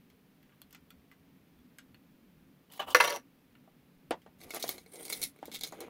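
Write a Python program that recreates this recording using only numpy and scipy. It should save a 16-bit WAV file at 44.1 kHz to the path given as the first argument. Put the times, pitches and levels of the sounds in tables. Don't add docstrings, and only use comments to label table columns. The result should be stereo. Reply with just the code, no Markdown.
import sys
import numpy as np
from scipy import signal
from scipy.fft import rfft, irfft
from scipy.io import wavfile
from scipy.ndimage import uniform_filter1d

SR = 44100
rng = np.random.default_rng(int(sys.argv[2]) if len(sys.argv) > 2 else 0)


def gain_from_db(level_db):
    decades = np.asarray(level_db, float) / 20
    return 10 ** decades


def store_wav(level_fs):
    pcm = np.round(np.clip(np.atleast_2d(level_fs), -1, 1) * 32767)
    wavfile.write(sys.argv[1], SR, pcm.T.astype(np.int16))


N = 259749
RING_SIZE = 4096

# mode_hz, width_hz, level_db
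JAR_ON_TABLE = [(506, 25, -1), (581, 17, 0.5), (690, 34, 0), (837, 56, -6), (947, 64, 8.5), (1130, 48, 3.5),
                (1415, 45, -0.5), (1535, 41, -10.5), (1736, 78, 7.5), (2063, 26, 0), (2220, 22, -8.5),
                (2700, 130, 1.5), (4330, 200, -5), (5690, 120, -2)]
# freq_hz, level_db_per_hz
KNOCK_COLOUR = [(200, -38.5), (300, -23), (360, -5), (480, -4.5), (1000, -11), (1700, -2.5), (2500, -12.5),
                (4300, -14), (6200, -22), (7500, -33), (10000, -16), (16000, -21)]
# freq_hz, level_db_per_hz
CLINK_COLOUR = [(200, -19.5), (450, -1.5), (900, -12.5), (1650, -11.5), (2180, -0.5), (2800, -10.5),
                (3800, -0.5), (6500, -4), (8000, -10), (11000, -3.5), (15500, -5.5), (17000, -7.5)]
# mode_hz, width_hz, level_db
PADDING = [(770, 120, 4.5), (1050, 300, 12), (1490, 380, -2.5), (2970, 62, 3), (3150, 280, -16),
           (5200, 240, -11)]
# freq_hz, level_db_per_hz
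PAD_COLOUR = [(300, -21), (450, -2), (1200, -5.5), (2050, -14.5), (2800, -8.5), (3700, -8.5), (7500, -24.5),
              (16000, -19.5)]
JAR = dict(modes=JAR_ON_TABLE, colour=KNOCK_COLOUR, ring_db=-2.5, snap_db=1.5, spread_db=6.5, wander=0.0026)
PAD = dict(modes=PADDING, colour=PAD_COLOUR, ring_db=11.0, snap_db=4.0, spread_db=0.0, wander=0.015)


def evened(x):
    return x / np.sqrt(np.mean(x ** 2) + 1e-20)


def read(points, hz):
    f, value = np.transpose(points)
    return np.interp(np.log(hz + 1), np.log(f + 1), value)


def noise(colour, same, size, patchy_db):
    hop, hz = size // 4, np.fft.rfftfreq(size, 1 / SR)
    a, b, c, d, patches = rng.standard_normal((N // hop + 5, len(hz), 5)).T
    patches = uniform_filter1d(patches, size=4, axis=0)
    patches = evened(uniform_filter1d(patches, size=6, axis=1))
    same = np.clip(read(same, hz), -1, 1)[:, None]
    left, other = a + 1j * b, c + 1j * d
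    z = np.array([left, same * left + np.sqrt(1 - same ** 2) * other])
    z *= gain_from_db(read(colour, hz)[:, None] + patchy_db * patches)
    return evened(signal.istft(z, nperseg=size, noverlap=size - hop)[1][:, :N])


def bands(low_hz):
    upper_hz = (1200, 3000, 8000, 16800)
    hz, edges = np.fft.rfftfreq(RING_SIZE, 1 / SR), (low_hz, *upper_hz)
    responses = []
    for k in range(4):
        sos = signal.butter(4, edges[k:k + 2], "bandpass", fs=SR, output="sos")
        responses.append(signal.sosfreqz(sos, hz, fs=SR)[1])
    return np.array(responses)[:, None]


def causal(db):
    log_gain = np.log(gain_from_db(np.maximum(db, -100)))
    mirrored = np.r_[log_gain, log_gain[-2:0:-1]]
    return np.exp(np.conj(signal.hilbert(mirrored))[:len(db)])


def shares(pieces, jar, base_db, wall_db, clink_db, sizzle_db, pull):
    hard_from_db, hard_slope = -42, 0.33
    thud = jar - hard_slope * np.maximum(jar - hard_from_db, 0)
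    wall = jar + pull * (pieces - jar)
    return [thud + base_db, wall + wall_db, pieces + clink_db, pieces + sizzle_db]


def body(modes, colour, ring_db, snap_db, spread_db, wander, decay):
    ring_t60_s = (0.12, 0.082, 0.093, 0.015)
    ear_same = (0.94, 0.64, 0.2, 0.33)
    t, bins = np.arange(RING_SIZE) / SR, np.fft.rfftfreq(RING_SIZE, 1 / SR)
    hz, width, db = np.transpose(modes)[:, :, None]
    chance = rng.standard_normal((3, len(modes), 1))
    hz = hz * (1 + wander * np.maximum(hz / 1000 - 2.5, .1) * chance[0])
    ear_phase = np.array([0, 1])[:, None, None] * chance[2] * np.minimum(hz / 3000, 1.5)
    tones = gain_from_db(db + spread_db * chance[1]) * np.exp(-np.pi * width * t)
    tones = tones * np.sin(2 * np.pi * hz * t + ear_phase)
    tones = gain_from_db(ring_db) * tones.sum(1) / gain_from_db(db.max())
    same = np.clip(ear_same, 0, 1)[:, None, None]
    grit = rng.standard_normal((3, len(t)))
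    grit = np.sqrt(same) * grit[0] + np.sqrt(1 - same) * grit[1:]
    grit *= gain_from_db(-60 * t / (decay * np.array(ring_t60_s)[:, None, None]))
    grit[..., 0] += gain_from_db(snap_db)
    shape = causal(read(colour, bins))
    fade = np.minimum(4 * (1 - t / t[-1]), 1)
    return rfft(grit) * shape / np.sqrt(np.mean(abs(shape) ** 2)) + rfft(tones * fade)


def contacts(rows, mix, fine_db, chatter_db, chatter_s, low_hz, piece, modes, **object_traits):
    out, ranges = np.zeros((2, N + RING_SIZE)), bands(low_hz)
    bins = np.fft.rfftfreq(RING_SIZE)
    for s, pieces, jar, piece_hz in rows:
        taps = rng.standard_normal(600) * (rng.random(600) < .025)
        taps *= np.exp(-(np.arange(600) / SR / chatter_s) ** 2)
        taps = np.r_[1, gain_from_db(chatter_db) * taps[1:]]
        late = np.exp(-2j * np.pi * bins * [[0], [7 * rng.random()]])
        struck = (piece_hz, piece[0] * max(piece_hz / 5000, 1), piece[1])
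        blow = body(modes + [struck], **object_traits)
        parts = irfft(blow * ranges * late * rfft(taps, RING_SIZE))
        fine = fine_db * np.log2(piece_hz / 4000)
        levels = gain_from_db(shares(pieces, jar, *mix) + fine * np.array([0, 0.029, 0.34, 1.0]))
        heads = np.sqrt((parts[:, :, :400] ** 2).mean((1, 2)))
        out[:, round(s * SR):][:, :RING_SIZE] += np.tensordot(levels / heads, parts, 1)
    return out[:, :N]


def stir(rows, mix, fine_db, per_s, size_db, low_hz, **object_traits):
    s, pieces, jar = np.transpose(rows)
    t = np.arange(s[0], s[-1], 1 / SR)
    parts, ranges = 0, bands(low_hz)
    for spot in range(5):
        slips = gain_from_db(size_db * np.minimum(rng.exponential(1, len(t)), 4))
        slips *= rng.random(len(t)) < per_s / 2 / SR
        slips *= rng.choice([-1., 1.], len(t))
        ring = irfft(body(**object_traits) * ranges)[..., :RING_SIZE // 2]
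        parts += signal.fftconvolve(ring, slips[None, None], axes=2)[..., :len(t)]
    edge = signal.windows.tukey(len(t), 600 / len(t))
    levels = shares(pieces, jar, *mix) + fine_db * np.array([[0], [0], [-.25], [1]])
    moving = sum(evened(p) * gain_from_db(np.interp(t, s, db)) for p, db in zip(parts, levels))
    out = np.zeros((2, N + SR))
    out[:, round(s[0] * SR):][:, :len(t)] = moving * edge
    return out[:, :N]


def background():
    # time_s, level_db
    load = [(0.0, -65.5), (1.228, -64), (2.39, -61.5), (2.75, -65), (2.97, -59), (3.229, -63.5),
            (3.48, -65.5), (3.62, -60), (3.8, -64.5), (4.04, -65), (4.12, -58.5), (4.23, -64),
            (4.66, -59.5), (4.94, -65), (5.22, -59), (5.41, -66), (5.45, -59.5), (5.89, -61)]
    # freq_hz, level_db_per_hz
    rumble_colour = [(65, -43), (110, -22.5), (140, 1.5), (200, 1.5), (232, -3), (265, 6.5), (293, -5.5),
                     (312, -11), (342, -6), (365, -22.5), (600, -17.5), (780, -52), (1320, -120)]
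    deep_colour = [(12, -26), (20, -0.5), (32, -13.5), (81, 7), (120, -5), (160, -29), (260, -120)]
    hiss_colour = [(180, -21), (300, -3.5), (315, -14), (399, 1.5), (464, -12.5), (705, -12), (754, -12.5),
                   (1060, -14), (1310, -15), (2400, -15.5), (7890, -30.5), (15200, -21.5), (16500, -37)]
    # freq_hz, likeness
    rumble_same = [(30, 0.093), (300, 0.98)]
    deep_same = [(30, .93), (120, .93)]
    hiss_same = [(60, -1.5), (180, 1), (550, 0.044), (1650, -0.11), (4970, 0.026), (15000, -0.0094)]
    deep_rest_db, deep_growth, hiss_db = -74, 1.6, -67.5
    load_db = np.interp(np.arange(N) / SR, *np.transpose(load))
    rumble = noise(rumble_colour, rumble_same, size=2048, patchy_db=1.6) * gain_from_db(load_db)
    deep_db = deep_rest_db + deep_growth * (load_db - np.median(load_db))
    rumble += noise(deep_colour, deep_same, size=2048, patchy_db=4.5) * gain_from_db(deep_db)
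    rumble[1] = np.roll(rumble[1], shift=10)
    return rumble + gain_from_db(hiss_db) * noise(hiss_colour, hiss_same, size=512, patchy_db=0.3)


def room(x, t60, dull_hz):
    taps = np.zeros((2, SR // 2))
    at = np.arange(200, SR // 2 - 20, 20) + rng.integers(0, 20, (2, (SR // 2 - 201) // 20))
    np.put_along_axis(taps, at, rng.choice([-1., 1.], at.shape), 1)
    taps *= gain_from_db(-60 * np.arange(SR // 2) / SR / t60)
    taps = signal.lfilter(*signal.butter(1, dull_hz, fs=SR), taps)
    return signal.fftconvolve(x, taps / np.linalg.norm(taps[0]), axes=1)[:, :N]


def ticks():
    # start_s, pieces_db, jar_db, pitch_hz
    events = [(0.1007, -55, -68.5, 2030), (0.429, -60, -67.5, 3660), (0.4936, -74, -65, 1640),
              (0.5224, -79, -65, 1620), (0.6174, -40, -56, 3430), (0.7082, -48, -68, 1820),
              (0.7276, -45.5, -59.5, 3360), (0.7477, -42.5, -52.5, 890), (0.9048, -44, -57, 1830),
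              (1.1148, -55, -57, 2000), (1.5894, -59, -68.5, 1890), (1.7853, -42.5, -51.5, 2790),
              (1.945, -54.5, -60, 1880), (2.7157, -54, -64, 2640), (2.7216, -43, -66, 4700),
              (2.736, -42, -59, 1700), (2.7766, -46.5, -55, 2785), (3.5527, -65, -62.5, 2062),
              (4.2184, -57.5, -70, 2900)]
    # mode_hz, width_hz, level_db
    beads = [(1630, 2100, 18.5), (2050, 36, -27), (2940, 82, -15), (3360, 42, 1.5), (3420, 130, 15),
             (4270, 100, 15)]
    # freq_hz, level_db_per_hz
    tick_colour = [(290, -28), (500, -9), (761, -18.5), (1600, 2.5), (3490, 1), (8090, -4.5), (15100, 8),
                   (16000, -8)]
    return contacts(events, (-12, -1.7, -13.0, -11.5, -0.084), fine_db=3.0, chatter_db=-6, chatter_s=0.0037,
                    low_hz=387, piece=(110, 9.), decay=1.0, modes=beads, colour=tick_colour,
                    ring_db=-9, snap_db=22, spread_db=13.5, wander=0.015)


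def drags():
    # time_s, pieces_db, jar_db
    stretches = [
        [(2.69, -88, -92), (2.698, -87, -76), (2.722, -59.5, -66), (2.785, -53.5, -62)],
        [(2.795, -39.5, -28.5), (2.805, -54.5, -46.5), (2.831, -60.5, -50), (2.86, -65.5, -63)],
        [(2.86, -66, -63), (2.886, -50, -44), (2.91, -49, -48), (2.94, -49.5, -51.5)],
    ]
    return sum(stir(rows, (-1.5, -9.5, -4.5, -7.0, -1.34), fine_db=2.5, per_s=6300, size_db=2.5,
                    low_hz=330, decay=0.96, **PAD) for rows in stretches)


def catches():
    # start_s, pieces_db, jar_db, pitch_hz
    events = [
        (2.7002, -59, -74, 696),
        (2.7936, -38.5, -40.5, 1280),
        (2.8174, -48, -46, 1250),
        (2.873, -65, -55.5, 2700),
        (2.9037, -38, -51.5, 3160),
    ]
    return contacts(events, (2.5, -6.0, -3.5, -11.5, -0.5), fine_db=1.2, chatter_db=0.5, chatter_s=0.021,
                    low_hz=348.3, piece=(150, 4.), decay=0.75, **PAD)


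def knocks():
    # start_s, pieces_db, jar_db, pitch_hz
    events = [
        (2.947, -14, -13.5, 1680),
        (2.955, -23.5, -30, 1820),
        (2.9874, -35.5, -50, 1770),
        (3.0011, -24, -18.5, 1050),
        (3.0076, -18, -34.5, 1130),
        (3.038, -23.5, -30.5, 511),
        (3.046, -20, -33, 482),
        (3.0749, -22, -36, 476),
        (3.105, -29, -41.5, 1130),
        (3.124, -28.5, -42, 470),
    ]
    return contacts(events, (1.5, -1.5, -9.0, -13.0, -0.06), fine_db=1.86, chatter_db=-2.5,
                    chatter_s=.0065, low_hz=354.0, piece=(150, 6.), decay=.58, **JAR)


def slides():
    # time_s, pieces_db, jar_db
    rattling = [
        (2.96, -32.5, -21.5),
        (2.984, -39, -40.5),
        (2.999, -40, -44.5),
        (3.004, -29.5, -23.5),
        (3.02, -35.5, -36.5),
        (3.036, -37.5, -39),
        (3.042, -33.5, -32.5),
        (3.165, -41.5, -32),
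        (3.23, -84, -90),
    ]
    # mode_hz, width_hz, level_db
    rim_and_base = [(478, 45, 9), (5800, 71, 2.5)]
    traits = dict(JAR, modes=JAR_ON_TABLE + rim_and_base)
    return stir(rattling, (-4.5, -3.0, -6.0, -11.0, 1.7), fine_db=1.5, per_s=310, size_db=3.0,
                low_hz=360, decay=.45, **traits)


def thumps():
    # start_s, pieces_db, jar_db, pitch_hz
    events = [
        (3.6755, -89, -61, 295),
        (4.1084, -25.5, -22, 690),
        (4.2624, -56, -54.5, 503),
        (4.5375, -60, -46.5, 1520),
        (4.5465, -47, -44, 1400),
        (4.5687, -35.5, -42, 705),
        (4.6402, -37, -35, 690),
        (5.428, -46.5, -42.5, 780),
        (5.4805, -59, -46, 460),
        (5.724, -69, -46.5, 442),
    ]
    # mode_hz, width_hz, level_db
    table_top = [(324, 290, -20), (463, 180, -13), (695, 45, -4.5), (1060, 350, -23), (1400, 260, 2.5),
                 (2000, 150, -26), (2490, 160, -37)]
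    # freq_hz, level_db_per_hz
    thump_colour = [(71, -47), (120, -21), (698, -5.5), (1210, -15), (1370, -16), (1490, -10), (1860, -0.5),
                    (3240, -7.5), (16000, -34)]
    return contacts(events, (1.5, -13.5, -17.0, -25.0, 1.3), fine_db=-0.5, chatter_db=-27.5, chatter_s=0.0098,
                    low_hz=224.0, piece=(220, 10.), decay=0.81, modes=table_top, colour=thump_colour,
                    ring_db=4.0, snap_db=10.0, spread_db=6.5, wander=0.018)


def clinks():
    # start_s, pieces_db, jar_db, pitch_hz
    events = [(4.1075, -42.5, -82, 9300), (4.4049, -49.5, -64, 4020), (4.4143, -44, -57, 4300),
              (4.4361, -54.5, -70, 15000), (4.495, -51, -55, 4330), (4.506, -27, -48.5, 3560),
              (4.5371, -33, -51, 2670), (4.546, -38, -60, 13800), (4.555, -45, -46, 8700),
              (4.563, -42, -42, 9600), (4.5984, -39, -68, 6050), (4.626, -21.5, -90, 3800),
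              (4.639, -31, -78, 3870), (4.679, -24.5, -65, 3550), (4.684, -46, -66, 3700),
              (4.6913, -31, -40.5, 13930), (4.7808, -41, -52, 6400), (4.8614, -49.5, -56, 4360),
              (4.9212, -64, -82, 10500), (4.9341, -55, -63, 11400), (4.9568, -43, -86, 7100),
              (4.9975, -53, -71, 12200), (5.0304, -47.5, -76, 10300), (5.0523, -39, -69, 9500),
              (5.081, -41, -55, 8210), (5.0996, -32, -48.5, 8900), (5.1246, -21.5, -46, 3600),
              (5.129, -26, -53, 6500), (5.15, -51, -68, 12700), (5.1655, -45, -76, 9800),
              (5.1926, -57, -64, 10100), (5.2168, -31, -53, 9100), (5.228, -22, -61, 4640),
              (5.2384, -30, -55.5, 10240)]
    last_events = [(5.361, -67, -60, 11060), (5.389, -58, -58.5, 6200), (5.4554, -48, -56, 12500),
                   (5.516, -35, -57, 3500), (5.526, -44, -64, 8950), (5.539, -36, -51, 4020),
                   (5.5445, -28, -66, 3580), (5.5604, -32.5, -54, 3700), (5.6106, -25, -56, 3530),
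                   (5.635, -20.5, -47.5, 3790), (5.646, -34, -58, 4140), (5.673, -32.5, -61, 3900),
                   (5.7229, -46.5, -86, 6600), (5.8052, -40, -61, 12200)]
    # mode_hz, width_hz, level_db
    jar_in_hand = [(452, 140, 4), (757, 65, -6), (2222, 76, 10.5), (3550, 560, 8), (4155, 120, 3.5)]
    return contacts(events + last_events, (-2.0, -6.0, -12.0, -17.5, 0.3474), fine_db=10.0, chatter_db=-10.0,
                    chatter_s=0.0049, low_hz=274, piece=(130, 7.), decay=0.87, modes=jar_in_hand,
                    colour=CLINK_COLOUR, ring_db=7.5, snap_db=4, spread_db=3.5, wander=0.0071)


def stirring():
    # time_s, pieces_db, jar_db
    stretches = [
        [(4.38, -82, -77), (4.41, -61, -61), (4.445, -56, -53), (4.46, -71, -55), (4.49, -66, -56),
         (4.51, -60, -62), (4.535, -56, -60), (4.56, -42, -52), (4.59, -57, -69)],
        [(4.59, -60, -64), (4.602, -48, -51), (4.625, -50.5, -54.5), (4.665, -53, -48.5), (4.70, -43, -58),
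         (4.74, -52.5, -50), (4.775, -62.5, -54), (4.805, -65, -69), (4.85, -71, -66)],
        [(4.85, -81, -68), (4.915, -71, -66.5), (4.94, -57, -49), (4.985, -66, -54), (5.005, -57, -48),
         (5.045, -60, -56), (5.06, -52, -49), (5.09, -68, -61)],
        [(5.09, -44, -48), (5.135, -49, -57), (5.16, -51, -55), (5.185, -53.5, -57), (5.21, -54, -52),
         (5.235, -37.5, -51), (5.265, -50.5, -63), (5.30, -64, -74.5), (5.33, -82, -80)],
        [(5.33, -81, -77), (5.445, -72.5, -68), (5.465, -57, -72), (5.505, -71, -63), (5.52, -62, -64),
         (5.555, -39, -57), (5.58, -58, -64), (5.6, -48, -68)],
        [(5.6, -57.5, -59), (5.62, -59, -57), (5.65, -48, -50), (5.69, -56, -64.5), (5.715, -68, -57),
         (5.74, -63, -54), (5.795, -72, -50.5), (5.815, -60, -41.5), (5.89, -77, -48.5)],
    ]
    fine_chain_db = (3.7, 4.6, 10.5, 7.6, 0.42, 2.8)
    wall_pull = (0.39, .68, 0.45, 0.7, 0.67, .25)
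    # mode_hz, width_hz, level_db
    links = [(430, 240, 14), (720, 70, -5), (2090, 110, -7), (3700, 740, 6), (6500, 400, 0), (8800, 450, 0),
             (10500, 700, 6)]
    return sum(stir(rows, (-4.0, -7.5, -3.5, -4.5, pull), fine_db=fine, per_s=520, size_db=-2.0,
                    low_hz=307, decay=0.53, modes=links, colour=CLINK_COLOUR,
                    ring_db=4.0, snap_db=2.0, spread_db=8.0, wander=0.0051)
               for rows, fine, pull in zip(stretches, fine_chain_db, wall_pull))


def scene():
    # freq_hz, left_minus_right_db
    ear_shade = [(60, 9), (150, -6.5), (380, 0.5), (950, -3.5), (2380, -2), (5980, -2), (15000, -3.5)]
    near = ticks() + drags() + catches() + knocks() + slides() + thumps() + clinks() + stirring()
    shade = read(ear_shade, np.fft.rfftfreq(N, 1 / SR)) / 2
    near = irfft(rfft(near) * gain_from_db([shade, -shade]), N)
    return near + gain_from_db(-12.5) * room(near, t60=0.077, dull_hz=6077) + background()


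def top_cut(x):
    return signal.sosfilt(signal.butter(12, 16990, fs=SR, output="sos"), x)


def record(dry):
    edge_hz, leak_db = 15850, -34.5
    low = signal.oaconvolve(dry, signal.firwin(255, edge_hz, fs=SR)[None], "same")
    return top_cut(low + gain_from_db(leak_db) * (dry - low))


dry = scene()
out = record(dry)
store_wav(out)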